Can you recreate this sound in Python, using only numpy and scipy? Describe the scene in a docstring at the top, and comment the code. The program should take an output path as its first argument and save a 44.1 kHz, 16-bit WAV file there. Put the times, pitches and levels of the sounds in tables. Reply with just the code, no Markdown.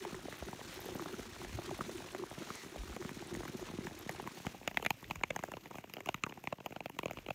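"""Skating on clear, pebbly lake ice

Long skate blades glide, heard first beside another skater, then from right above the blades.
Each bump knocks blade and ice sheet: noise contacts ring resonances, then bending waves bring the treble
first and the lows late. The sheet hums in short sinking tones at the pitch where it couples to the air.
Banded noise makes the edges hiss, ringing grains make them crunch; head wind rumbles on the microphone."""
import sys
import numpy as np
from scipy import signal
from scipy.fft import rfft, irfft
from scipy.io import wavfile

SR = 44100
rng = np.random.default_rng(int(sys.argv[2]) if len(sys.argv) > 2 else 0)


def log_audio(samples):
    """Write samples as a 16-bit WAV file to the path given in sys.argv[1]."""
    # one column per channel
    frames = np.atleast_2d(samples).T
    # limit to full scale, then quantise
    limited = np.clip(frames, -1, 1)
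    pcm = np.round(limited * 32767).astype(np.int16)
    wavfile.write(sys.argv[1], SR, pcm)


N = 323694

# The glide. Each row: time in seconds, edge hiss level in dB (2-8 kHz, before flicker),
# rumble level in dB (before a 4 dB trim).
GLIDE = [(0, -58, -48), (.3, -58, -56), (.75, -55, -56.5), (1.35, -57, -55), (1.6, -56.5, -44),
         (1.95, -56.5, -61), (2.3, -60, -59), (2.44, -56.5, -62), (2.66, -58, -62), (2.85, -58, -48),
         (3.3, -57, -59), (3.7, -58.5, -46.5), (4.1, -58.5, -60), (4.45, -58.5, -68), (4.6, -63.5, -54.5),
         (5.6, -66.5, -63), (6.7, -68, -70), (7.05, -66.5, -57.5), (7.34, -67.5, -54)]
# Move from beside the skater to above the blades. Each row: time in seconds, share of the view above (0 to 1).
VIEW_TURN = [(4.3, 0), (4.8, 1)]
# Scrape colour beside the other skater. Each row: frequency in Hz, relative density in dB per Hz.
SCRAPE_BESIDE = [(70, -66), (110, -11), (290, -6.5), (360, -9), (466, -13.5), (1750, -13), (2920, -16),
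                 (3940, -14.5), (4880, -20.5), (5600, -17.5), (6900, -17.5), (7800, -25.5), (9500, -23.5),
                 (10500, -31), (14800, -27.5), (16500, -46)]
# Scrape colour above the blades. Each row: frequency in Hz, relative density in dB per Hz.
SCRAPE_ABOVE = [(70, -57), (110, -4.5), (160, -3.5), (418, -10), (800, -15.5), (1570, -19), (2570, -12.5),
                (3120, -18.5), (4700, -23.5), (6700, -20.6), (7800, -27.5), (10300, -32), (12000, -27.5),
                (13900, -18), (15500, -38), (16500, -46)]
# Wind resonances, applied twice. Each row: frequency in Hz, width in Hz, level in dB per pass.
RUMBLE_MODES = [(42.2, 15.6, 7), (102.7, 55, 5.5)]
# Deep buffets of head wind. Each row: time in seconds, peak in dB.
BUFFETS = [(.149, -50), (.432, -43), (1.486, -48), (1.551, -40), (2.808, -36), (2.907, -42), (4.475, -47)]
# Timed swells of the ice hum. Each row: time in seconds, peak in dB.
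HUM_SWELLS = [(0.024, -40.5), (0.071, -40), (0.482, -44), (0.895, -42.5), (0.926, -43), (1.018, -39),
              (1.071, -44), (1.138, -39.5), (1.191, -42), (1.408, -45), (1.592, -40), (1.686, -40),
              (1.731, -38), (1.808, -43), (1.891, -40.5), (1.919, -42.5), (1.958, -38), (2.2, -38),
              (2.232, -36), (2.418, -42), (3.009, -38.5), (3.214, -43), (3.342, -41.5), (3.368, -54),
              (3.4, -41), (3.497, -45), (3.551, -41.5), (3.626, -39), (3.754, -43), (3.86, -41),
              (4.261, -46), (4.343, -51), (4.469, -45)]
# Duller knocks from the other skater's blades. Each row: time in seconds, knock peak in dB before cuts,
# knock pitch in Hz, clack relative to the knock in dB.
FAR_KNOCKS = [(0.05, -30.5, 770, -7), (0.144, -33, 930, -8), (0.255, -36, 690, -19), (0.283, -34, 504, -20),
              (0.325, -34.5, 584, -3), (0.424, -31.5, 605, -19), (0.485, -33, 950, -19),
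              (0.53, -31, 850, -10), (0.612, -38, 802, -6), (0.887, -34.5, 490, -16),
              (0.953, -33.5, 538, -16), (0.979, -41, 611, -21), (0.995, -28, 940, -17),
              (1.022, -35, 770, -7), (1.059, -30.5, 526, -14), (1.092, -39.5, 939, -11),
              (1.141, -32.5, 1280, -16), (1.194, -36, 613, -5), (1.415, -35, 930, -16),
              (1.447, -37, 586, -1.5), (1.587, -30.5, 567, -28), (1.692, -36, 1010, -8),
              (1.711, -31.5, 640, -15), (1.79, -36.5, 560, -14), (1.808, -21.5, 1160, -33),
              (1.894, -34.5, 460, -8), (2.004, -38.5, 804, -16), (2.042, -38.5, 1100, -18),
              (2.148, -29.5, 540, -5.5), (2.236, -32, 990, -22), (2.313, -35.5, 590, -20),
              (2.421, -37, 477, -13), (2.503, -26.5, 1280, -15), (2.759, -35.5, 556, -12),
              (2.834, -39, 953, -10), (2.964, -29, 526, -4.5), (3.024, -38, 1310, -3),
              (3.048, -34.5, 1420, -6.5), (3.092, -35, 795, 0), (3.223, -32.5, 760, -23),
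              (3.35, -35.5, 458, 1), (3.405, -33.5, 730, -14), (3.433, -34, 498, -9),
              (3.452, -34.5, 890, -7), (3.479, -34.5, 1540, -5), (3.626, -36, 447, -24),
              (3.784, -40, 1090, -29), (3.869, -34.5, 940, 0.5), (4.093, -31, 684, 5),
              (4.198, -29, 775, -18), (4.274, -30, 980, -5), (4.449, -36.5, 930, -19),
              (4.467, -31, 597, 1.5)]
# The sheet flexes under a blade. Each row: time in seconds, peak in dB before cuts,
# nominal pitch in Hz (scaled by THUD_MODES).
THUDS = [(0.123, -36, 200), (0.249, -38, 322), (0.852, -41, 288), (0.949, -35.5, 237), (1.133, -38.5, 187),
         (1.187, -36.5, 310), (2.376, -36.5, 175), (2.414, -45, 248), (3.046, -31, 174), (3.109, -39, 207),
         (3.165, -37.5, 227), (3.32, -36.5, 199), (3.338, -39, 258), (3.365, -34, 236), (3.489, -37, 159),
         (3.545, -33, 222), (3.585, -43, 170), (3.695, -38, 210), (3.733, -35.5, 182), (3.782, -30.5, 239),
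         (3.846, -38, 180), (3.87, -39, 128), (3.943, -50, 167), (4.059, -36, 236), (4.202, -45, 278),
         (4.222, -39, 170), (4.462, -30.5, 193)]
# Thin ticks of splintering ice. Each row: time in seconds, peak in dB, pitch in Hz.
TICKS = [(.153, -40, 7500), (.372, -48, 12500), (.389, -44, 13000), (.461, -54, 12500), (.742, -40, 14000),
         (.8048, -35, 13500), (.817, -44, 11400), (.8575, -38, 12500), (.950, -37, 13500),
         (.960, -47, 13500), (1.017, -43, 13500), (1.048, -46, 13000), (1.780, -43, 11000),
         (1.973, -40, 9000), (2.121, -40, 8300), (2.3005, -41, 9000), (2.555, -34.5, 7000),
         (3.273, -40, 9000), (3.343, -35, 8000), (3.482, -43, 12000), (3.598, -46, 12000),
         (3.992, -36, 11900), (4.011, -43, 12000), (4.113, -38, 11000), (4.22, -42, 10900)]
# Own blades over a bump. Each row: time in seconds, clack peak in dB, clack pitch in Hz, knock peak in dB,
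# knock pitch in Hz, sizzle peak in dB, snap peak in dB, nominal contact in ms. Peaks are before cuts.
BUMPS = [(4.6765, -18, 2220, -25, 580, -30, -37, 0.42), (4.7112, -39, 2080.0, -39, 760.0, -56, -56, 2.3),
         (4.7445, -40, 2640, -42, 460.0, -50, -55, 0.82), (4.7717, -15, 2100, -25, 710, -38.5, -39, 1.07),
         (4.7961, -46, 1890.0, -39.5, 815, -56, -57, 2.0), (4.8254, -33, 2700, -32.5, 460.0, -42, -44, 1.2),
         (4.8492, -26.5, 2140, -34, 633, -39, -38, 0.37), (4.8628, -16.5, 2230, -23, 600, -32.5, -38, 0.32),
         (4.9049, -17.5, 2630, -20.5, 920, -31, -30, 1.36),
         (5.0272, -56, 2210.0, -38.5, 1010, -51, -58, 0.57),
         (5.0425, -35.5, 2240, -64, 910.0, -53, -56, 0.75),
         (5.1003, -38.5, 2650, -37, 460.0, -50, -51, 0.72),
         (5.109, -26.5, 2500, -26, 870, -43.5, -44, 1.05), (5.155, -37.5, 2240, -37, 1060, -43.5, -47, 2.8),
         (5.2108, -47, 1780.0, -37.5, 736, -57, -61, 1.3), (5.2351, -18.5, 2270, -21, 870, -34, -47, 1.23),
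         (5.3044, -24, 2090, -27.5, 503, -41, -53, 2.05), (5.3617, -28.5, 1850, -28, 760, -32.5, -42, 1.13),
         (5.3906, -37, 2560, -32.5, 484, -47, -56, 1.44),
         (5.4362, -31, 1740, -27.5, 800, -39.5, -43.5, 1.78),
         (5.4843, -59, 1750.0, -38, 607, -54, -63, 1.96), (5.5173, -38, 1560, -33, 775, -42.5, -49, 1.65),
         (5.5368, -35, 2600, -33.5, 580, -54, -60, 1.7), (5.569, -38, 2740, -32.5, 1040, -53, -61, 0.47),
         (5.6572, -40, 2230, -42, 820.0, -54, -60, 0.88), (5.7105, -47, 2050.0, -38, 960, -51, -61, 1.25),
         (5.753, -42, 2550, -36, 556, -51, -53, 2.46), (5.7833, -37, 2430, -35, 750, -51, -55, 1.57),
         (5.8396, -43, 2550, -39, 775, -65, -58, 1.96), (5.8964, -44, 2660, -46, 960, -51, -55, 1.9),
         (5.9375, -32, 2460, -45, 460.0, -37.5, -34, 0.39), (5.9674, -33, 2470, -33, 585, -59, -52, 1.74),
         (5.9824, -54, 2270.0, -37, 660.0, -62, -60, 0.81),
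         (6.0045, -36.5, 2100.0, -36.5, 470, -50, -50, 1.8), (6.0592, -34, 2570, -35, 1050, -41, -42, 1.3),
         (6.0709, -39, 2670.0, -34.5, 597, -56, -61, 2.3), (6.0878, -24.5, 2750, -22.5, 730, -40, -45, 2),
         (6.1429, -26, 2460, -27, 1040, -39, -44, 1.54), (6.237, -18.5, 2490, -22, 1220, -29, -50, 0.62),
         (6.2644, -36, 1780, -27.5, 935, -48, -51, 0.66), (6.2928, -38, 2660, -43, 460.0, -49, -57, 3.2),
         (6.3225, -38.5, 2030, -38.5, 730.0, -61, -63, 1.5),
         (6.374, -60, 1690.0, -38.5, 770, -57, -64, 1.63), (6.439, -39, 2380, -40, 725, -48, -47, 1.18),
         (6.4727, -23.5, 2270, -26.5, 920, -48, -54, 0.826), (6.525, -32.5, 2450, -25, 534, -50, -54, 2.2),
         (6.6028, -43, 2520, -40.5, 684, -62, -63, 1.67), (6.6608, -29, 2730, -29, 840, -42, -38, 0.55),
         (6.7073, -46, 2220.0, -40, 458, -55, -56, 0.74), (6.7229, -42, 2570.0, -38, 690.0, -59, -65, 1.1),
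         (6.7615, -35, 2680, -30.5, 700.0, -53, -63, 1.34), (6.805, -30.5, 2520, -33, 764, -53, -58, 0.88),
         (6.8584, -31.5, 2750, -29.5, 600, -46.5, -47, 0.7), (6.8966, -40, 2700, -34.5, 880, -49, -46, 1.2),
         (6.9644, -59, 1860.0, -44, 570.0, -64, -63, 2.1),
         (6.9889, -24.5, 2580, -23, 1000, -35, -41.5, 1.24),
         (7.0311, -34, 2440.0, -30, 457, -58, -47, 1.96), (7.0568, -28.5, 2550, -24, 482, -38.5, -50, 1.14),
         (7.0817, -37, 2680.0, -38, 460.0, -55, -56, 0.63), (7.1095, -32, 2330, -31, 510, -45, -45, 1.04),
         (7.1326, -45, 2210.0, -44, 460.0, -48, -55, 1.3), (7.1705, -38, 2630, -34, 450, -60, -57, 2.54),
         (7.1863, -36, 2660, -39, 460.0, -56, -54, 0.75),
         (7.2624, -36.5, 2540, -38.5, 460.0, -59, -55, 1.8), (7.2851, -35, 2550, -28, 580, -56, -54, 1.8),
         (7.3047, -27, 2700, -27, 590, -50, -48, 1.8)]
# Clack resonances of the blade. 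Each row: multiple of the event pitch, width in Hz per pass, level in dB.
CLACK_MODES = [(1.0, 900, 0), (1.5, 500, -11)]
# Knock resonances of the bump. Each row: multiple of the event pitch, width in Hz per pass, level in dB.
KNOCK_MODES = [(0.998, 464, 4), (1.9, 467, -5)]
# Thud resonance of the sheet. Each row: multiple of the event pitch, width in Hz per pass, level in dB.
THUD_MODES = [(0.8, 215, 0)]
# Tick resonance. Each row: multiple of the event pitch, width in Hz per pass, level in dB.
TICK_MODES = [(1.0, 3600, 0)]
# Fixed sizzle resonances. Each row: frequency in Hz, width in Hz, level in dB before a random share.
SIZZLE_MODES = [(4910, 260, 13), (6720, 520, 21.5), (9260, 270, 1.3)]
# Fixed resonances of the top snap. Each row: frequency in Hz, width in Hz, level in dB before a random share.
SNAP_MODES = [(11140, 390, -0.24), (14100, 700, 0.24), (15700, 600, -2)]
# Resonances of a biting edge. 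Each row: frequency in Hz, width in Hz, relative level in dB.
BITE_MODES = [(2050, 290, 0.5), (4300, 640, -5.5), (6300, 1300, -8)]

ROW_SAMPLES = 2048   # length of one blow
ONSET_LEAD_MS = .55   # a contact begins this long, plus half its length, before its listed time
# bending waves: delay at 1 kHz, growing as 1 / sqrt(frequency)
SPREAD_MS_AT_1KHZ, FLEX_SPREAD_MS_AT_1KHZ, THUD_SPREAD_MS_AT_1KHZ = .4, 1.794, 2.547
# low wave with every knock: pitch, level at a usual knock, share of the knock's swing in dB
FLEX_HZ, FLEX_DB, FLEX_FOLLOWS, USUAL_KNOCK_DB = 144, -39, 0.59, -32
# ice grains crushed under the edges: median rate, level relative to the hiss, ring length setting
CRUNCH_PER_S, CRUNCH_DB, CRUNCH_CYCLES = 260, -5.5, 7.1
BUFFET_HZ, BUFFET_NOMINAL_MS = 53.4, 60.6
HUM_HZ, HUM_NOMINAL_MS = 362.8, 34
HUM_BED_DB, HUM_BED_WIDTH_HZ = -63, 70   # the glide keeps the sheet humming between swells; width per pass
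BED_ENDS_S = 4.4   # end of the steady hum bed, and of the random faint swells and thuds
FAINT_HUM_DB, FAINT_THUD_DB, FAINT_SPREAD_DB = -49, -44, 4   # mid levels, full range
PEBBLES_BESIDE = .82   # share of the small bumps before BED_ENDS_S
PEBBLE_CLACK_DB, PEBBLE_KNOCK_DB, PEBBLE_SIZZLE_DB = -54.5, -50.5, -77.5   # mid levels
PEBBLE_SPREAD_DB = 22.5   # full range
BITE_S, BITE_LENGTH_S, BITE_DB = 2.556, 0.16, -53   # middle, width at 1/e, median level at the middle


def from_db(db):
    """dB to gain."""
    return 10 ** (np.asarray(db) / 20)


def rms_one(x):
    """Scale to rms 1."""
    return x / np.sqrt(np.mean(x ** 2) + 1e-20)


def in_time(rows):
    """Columns of a table as curves at the sample rate."""
    s, *columns = np.transpose(rows)
    return [np.interp(np.arange(N) / SR, s, column) for column in columns]


def at_hz(points, hz):
    """Read a spectrum on a log-frequency axis."""
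    point_hz, level_db = np.transpose(points)
    return np.interp(np.log(hz), np.log(point_hz), level_db)


def drift(rate_hz):
    """Slow random curve of rms 1: low-passed noise, made at 1/40 of the sample rate."""
    step = 40
    r = np.exp(-2 * np.pi * step * rate_hz / SR)
    noise = rng.standard_normal(N // step + 2002)
    slow = signal.lfilter([1], [1, -2 * r, r * r], noise)[2000:]   # drop the filter's start
    return np.interp(np.arange(N) / step, np.arange(len(slow)), rms_one(slow))


def cut(x, hz, kind):
    """Second-order Butterworth low-pass, high-pass or band-pass."""
    return signal.sosfilt(signal.butter(2, hz, kind, fs=SR, output="sos"), x)


def resonate(x, modes):
    """Parallel resonances with alternating signs."""
    out = 0
    for k, (hz, width_hz, level_db) in enumerate(modes):
        r = np.exp(-np.pi * width_hz / SR)
        b = (1 - r * r) / 2 * np.array([1, 0, -1])
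        a = [1, -2 * r * np.cos(2 * np.pi * hz / SR), r * r]
        out = out + (-1) ** k * from_db(level_db) * signal.lfilter(b, a, x)
    return out


def ring_pitched(grit, modes, hz):
    """Each resonance acts twice, so that the gaps between them stay dark."""
    out = 0
    for ratio, width_hz, level_db in modes:
        mode = [(ratio * hz, width_hz, 0)]
        out = out + from_db(level_db) * resonate(resonate(grit, mode), mode)
    return out


def blows(times_s, peak_db, contact_ms, modes, pitch_hz=None, tail_db=-13.0, tail_ms=4.5,
          spread_ms=SPREAD_MS_AT_1KHZ, clean=0):
    """Gritty contacts ring the modes, spread out by the ice sheet; each is set to its peak."""
    count = len(times_s)
    ms = np.arange(ROW_SAMPLES) / SR * 1000
    span_ms = np.clip(contact_ms, .08, 8)[:, None]
    # ragged tail: the level varies at random in short steps
    ragged = from_db(4 * np.repeat(rng.standard_normal((count, 32)), ROW_SAMPLES // 32, axis=1))
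    after_ms = ms - 1.5 * span_ms   # the force swells to its height and fades
    touch = np.exp(-(after_ms / span_ms) ** 2)
    tail = np.where(after_ms < 0, touch, np.exp(-np.abs(after_ms) / tail_ms)) * ragged
    shape = touch + from_db(tail_db) * tail
    grit = shape * rng.standard_normal((count, ROW_SAMPLES))
    # clean impulse at the height of the contact, relative to the root of the grit's energy
    grit[np.arange(count), touch.argmax(axis=1)] += clean * np.sqrt((shape ** 2).sum(axis=1))
    if pitch_hz is None:
        # every blow shares its force among the modes anew
        share = from_db(4 * rng.standard_normal((count, len(modes))))
        rows = sum((-1) ** k * share[:, [k]] * resonate(grit, [mode]) for k, mode in enumerate(modes))
    else:
        rows = np.array([ring_pitched(g, modes, hz) for g, hz in zip(grit, pitch_hz)])
    # phase whose group delay is spread_ms / sqrt(kHz)
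    khz = np.fft.rfftfreq(ROW_SAMPLES, 1000 / SR)
    rows = irfft(rfft(rows) * np.exp(-4j * np.pi * spread_ms * np.sqrt(khz)), ROW_SAMPLES)
    rows *= (from_db(peak_db) / np.abs(rows).max(axis=1))[:, None]
    rows *= np.hanning(2 * ROW_SAMPLES)[ROW_SAMPLES:]   # fade out
    out = np.zeros(N + ROW_SAMPLES)
    for s, row, length_ms in zip(times_s, rows, span_ms[:, 0]):
        at = max(round(s * SR - (ONSET_LEAD_MS + length_ms / 2) * SR / 1000), 0)
        out[at:at + ROW_SAMPLES] += row
    return out[:N]


def swells(rows, hz, length_ms, stray, droop):
    """Short tones that swell and fade, each a little off pitch and sinking."""
    out, draw = np.zeros(N), rng.random((len(rows), 3))
    for (s, peak_db), (detune, stretch, turn) in zip(rows, draw):
        n = int(length_ms * (0.781 + .5 * stretch) * SR / 1000)
        pitch_hz = hz * (1 + stray * (2 * detune - 1)) * np.linspace(1 + droop, 1 - droop, n)
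        tone = np.sin(2 * np.pi * (np.cumsum(pitch_hz) / SR + turn))
        tone *= from_db(peak_db) * np.hanning(n)
        at = round(s * SR) - n // 2 + np.arange(n)
        inside = (at >= 0) & (at < N)
        out[at[inside]] += tone[inside]
    return out


def scrape(hiss_db, patchy_db=1.12, grit_db=2.47, low_lumps_db=4.0, gaps_db=1.5):
    """Fifth-octave noise bands; gritty ice makes neighbours flicker together; dark gaps above the blades."""
    above, = in_time(VIEW_TURN)
    grit = [drift(70), drift(70), drift(70)]
    edges_hz = 80 * 2 ** np.arange(0, 7.9, 1 / 5)
    white = rng.standard_normal((2, N))
    # both colours are referred to their power in 2-8 kHz
    treble_hz = np.geomspace(2000, 8000, 40)
    beside_ref_db, above_ref_db = [10 * np.log10(np.trapz(from_db(2 * at_hz(points, treble_hz)), treble_hz))
                                   for points in (SCRAPE_BESIDE, SCRAPE_ABOVE)]
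    out = 0
    for k, (low, high) in enumerate(zip(edges_hz, edges_hz[1:])):
        band = cut(white[k % 2], [low, high], "band")
        hz = np.sqrt(low * high)
        beside_db = at_hz(SCRAPE_BESIDE, hz) - beside_ref_db
        above_db = at_hz(SCRAPE_ABOVE, hz) - above_ref_db
        colour_db = (1 - above) * beside_db + above * above_db
        # nearby bands share their flicker
        place = k / len(edges_hz) * 2
        angle = place % 1 * np.pi / 2
        near = np.cos(angle) * grit[int(place)] + np.sin(angle) * grit[int(place) + 1]
        lumpy_db = patchy_db + low_lumps_db * (hz < 520)   # the low end comes in lumps
        lumps_db = lumpy_db * drift(15.6) - lumpy_db ** 2 / 37.0   # lowered to offset the gain of the lumps
        out = out + band * from_db(colour_db + grit_db * near + lumps_db)
    return np.sqrt(SR / 2) * out * from_db(hiss_db + gaps_db * above * drift(12.5))


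def crunch(hiss_db):
    """Clumps of uneven ice grains, each ringing a few cycles at its own pitch."""
    sizes = from_db(5.0 * np.minimum(rng.exponential(1, N), 4)) * rng.choice([-1, 1], N)
    born = rng.random(N) < CRUNCH_PER_S * from_db(6.0 * drift(7)) / SR
    pitches_hz = np.geomspace(480, 2800, 14)
    dealt = rng.integers(0, 14, N)
    rings = 0
    for k, hz in enumerate(pitches_hz):
        grains = sizes * born * (dealt == k) + 1e-18
        rings = rings + resonate(grains, [(hz, 2.1 * hz / CRUNCH_CYCLES, 0)])
    return from_db(hiss_db + CRUNCH_DB) * rms_one(cut(rings, 3700, "low"))


def wind(rumble_db):
    """Lumpy low noise on the microphone, with single deep buffets."""
    gusts = rng.standard_normal(N) * from_db(5.6 * drift(13))
    rumble = rms_one(resonate(resonate(gusts, RUMBLE_MODES), RUMBLE_MODES))
    buffets = swells(BUFFETS, BUFFET_HZ, BUFFET_NOMINAL_MS, stray=0.55, droop=0.43)
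    return from_db(rumble_db - 4.0) * rumble + buffets


def hum(count):
    """Pushes ring the ice sheet at its air-coupling pitch, over a narrow noise bed."""
    when, size = rng.random((count, 2)).T
    faint = np.column_stack([BED_ENDS_S * when, FAINT_HUM_DB + FAINT_SPREAD_DB * (size - .5)])
    mode = [(HUM_HZ, HUM_BED_WIDTH_HZ, 0)]
    bed = rms_one(resonate(resonate(rng.standard_normal(N), mode), mode))
    bed = bed * from_db(HUM_BED_DB + 4.5 * drift(16))
    fade = np.clip(BED_ENDS_S - np.arange(N) / SR, 0, 1)   # over the bed's last second
    rows = np.vstack([HUM_SWELLS, faint])
    return fade * bed + swells(rows, HUM_HZ, HUM_NOMINAL_MS, stray=0.069, droop=0.14)


def bumps(rows):
    """One contact sets off a clack, a knock, a shorter sizzle, a snap at the top and a late low wave."""
    s, clack_db, clack_hz, knock_db, knock_hz, sizzle_db, snap_db, contact_ms = np.transpose(rows)
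    clack = blows(s, clack_db, contact_ms, CLACK_MODES, clack_hz, tail_db=-8.5, tail_ms=4.3, clean=0.72)
    clack = cut(cut(clack, 3130, "low"), 330, "high")
    knock = blows(s, knock_db, 1.1 * contact_ms, KNOCK_MODES, knock_hz,
                  tail_db=-14.5, tail_ms=6.4, clean=0.74)
    knock = cut(knock, 1300, "low")
    sizzle = blows(s, sizzle_db, 0.92 * contact_ms, SIZZLE_MODES, tail_db=-11.0, tail_ms=3.0)
    sizzle = cut(sizzle, 2100, "high")
    snap = blows(s, snap_db, 0.59 * contact_ms, SNAP_MODES, tail_db=-12.0, tail_ms=5.0)
    snap = cut(snap, 9100, "high")
    flex_db = FLEX_DB + FLEX_FOLLOWS * (knock_db - USUAL_KNOCK_DB)
    flex_modes = [(FLEX_HZ, 110, 0), (2.81 * FLEX_HZ, 200, -5)]
    flex = blows(s, flex_db, 0.96 * contact_ms, flex_modes, tail_db=-27.0, tail_ms=2.6,
                 spread_ms=FLEX_SPREAD_MS_AT_1KHZ, clean=2.2)
    return clack + knock + sizzle + snap + cut(flex, 1100, "low")


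def pebbles(count):
    """Small bumps at random moments."""
    draw = rng.random((count, 7))
    s = np.interp(draw[:, 0], [0, PEBBLES_BESIDE, 1], [0, BED_ENDS_S, (N - 1) / SR])
    middles_db = np.array([PEBBLE_CLACK_DB, PEBBLE_KNOCK_DB, PEBBLE_SIZZLE_DB])
    clack_db, knock_db, sizzle_db = (middles_db + PEBBLE_SPREAD_DB * (draw[:, 1:4] - .5)).T
    clack_hz = 1700 + 1100 * draw[:, 4]
    knock_hz = 480 + 700 * draw[:, 5]
    contact_ms = 0.31 + 1.2 * draw[:, 6]
    snap_db = sizzle_db
    return bumps(np.column_stack([s, clack_db, clack_hz, knock_db, knock_hz, sizzle_db, snap_db, contact_ms]))


def far_knocks():
    """The other skater's bumps: distance dulls the sizzle and lowers the clack."""
    s, knock_db, knock_hz, clack_rel_db = np.transpose(FAR_KNOCKS)
    clack_db = knock_db + clack_rel_db
    clack_hz, contact_ms = np.full(len(s), 1900), np.full(len(s), 0.728)
    return bumps(np.column_stack([s, clack_db, clack_hz, knock_db, knock_hz,
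                                  clack_db - 11.0, clack_db - 15.0, contact_ms]))


def thuds(count):
    """The flexing sheet gives dull low pushes of a cycle or two."""
    when, size, pitch = rng.random((count, 3)).T
    faint_db = FAINT_THUD_DB + FAINT_SPREAD_DB * (size - .5)
    faint = np.column_stack([BED_ENDS_S * when, faint_db, 140 + 170 * pitch])
    s, peak_db, pitch_hz = np.vstack([THUDS, faint]).T
    pushes = blows(s, peak_db, np.full(len(s), 1.5), THUD_MODES, pitch_hz, tail_db=-60,
                   spread_ms=THUD_SPREAD_MS_AT_1KHZ, clean=5.3)
    return cut(pushes, 1400, "low")


def ticks():
    """Splintering ice: brief bright snaps, each at its own pitch, without bending-wave spread."""
    s, peak_db, pitch_hz = np.transpose(TICKS)
    return blows(s, peak_db, np.full(len(s), .4), TICK_MODES, pitch_hz,
                 tail_db=-30.0, tail_ms=3.0, spread_ms=0, clean=1)


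def bite():
    """One edge bites for a moment: a swell of rough noise in the blade's resonances."""
    swell = np.exp(-(2 * (np.arange(N) / SR - BITE_S) / BITE_LENGTH_S) ** 2)
    rough = rms_one(resonate(rng.standard_normal(N), BITE_MODES))
    return swell * from_db(BITE_DB + 2 * drift(60)) * rough


def scene():
    """All sources, one channel."""
    hiss_db, rumble_db = in_time(GLIDE)
    glide = scrape(hiss_db) + crunch(hiss_db) + wind(rumble_db)
    sheet = hum(count=30) + thuds(count=30)
    contacts = pebbles(count=220) + far_knocks() + ticks() + bite() + bumps(BUMPS)
    return (glide + sheet + contacts)[None]


def record(dry):
    """The microphone loses the deepest bass; the top is cut, 60 dB down from 16.6 kHz."""
    no_deep_bass = cut(dry, 38, "high")
    return signal.sosfilt(signal.cheby2(12, 60, 16600, fs=SR, output="sos"), no_deep_bass)


dry = scene()
out = record(dry)
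log_audio(out)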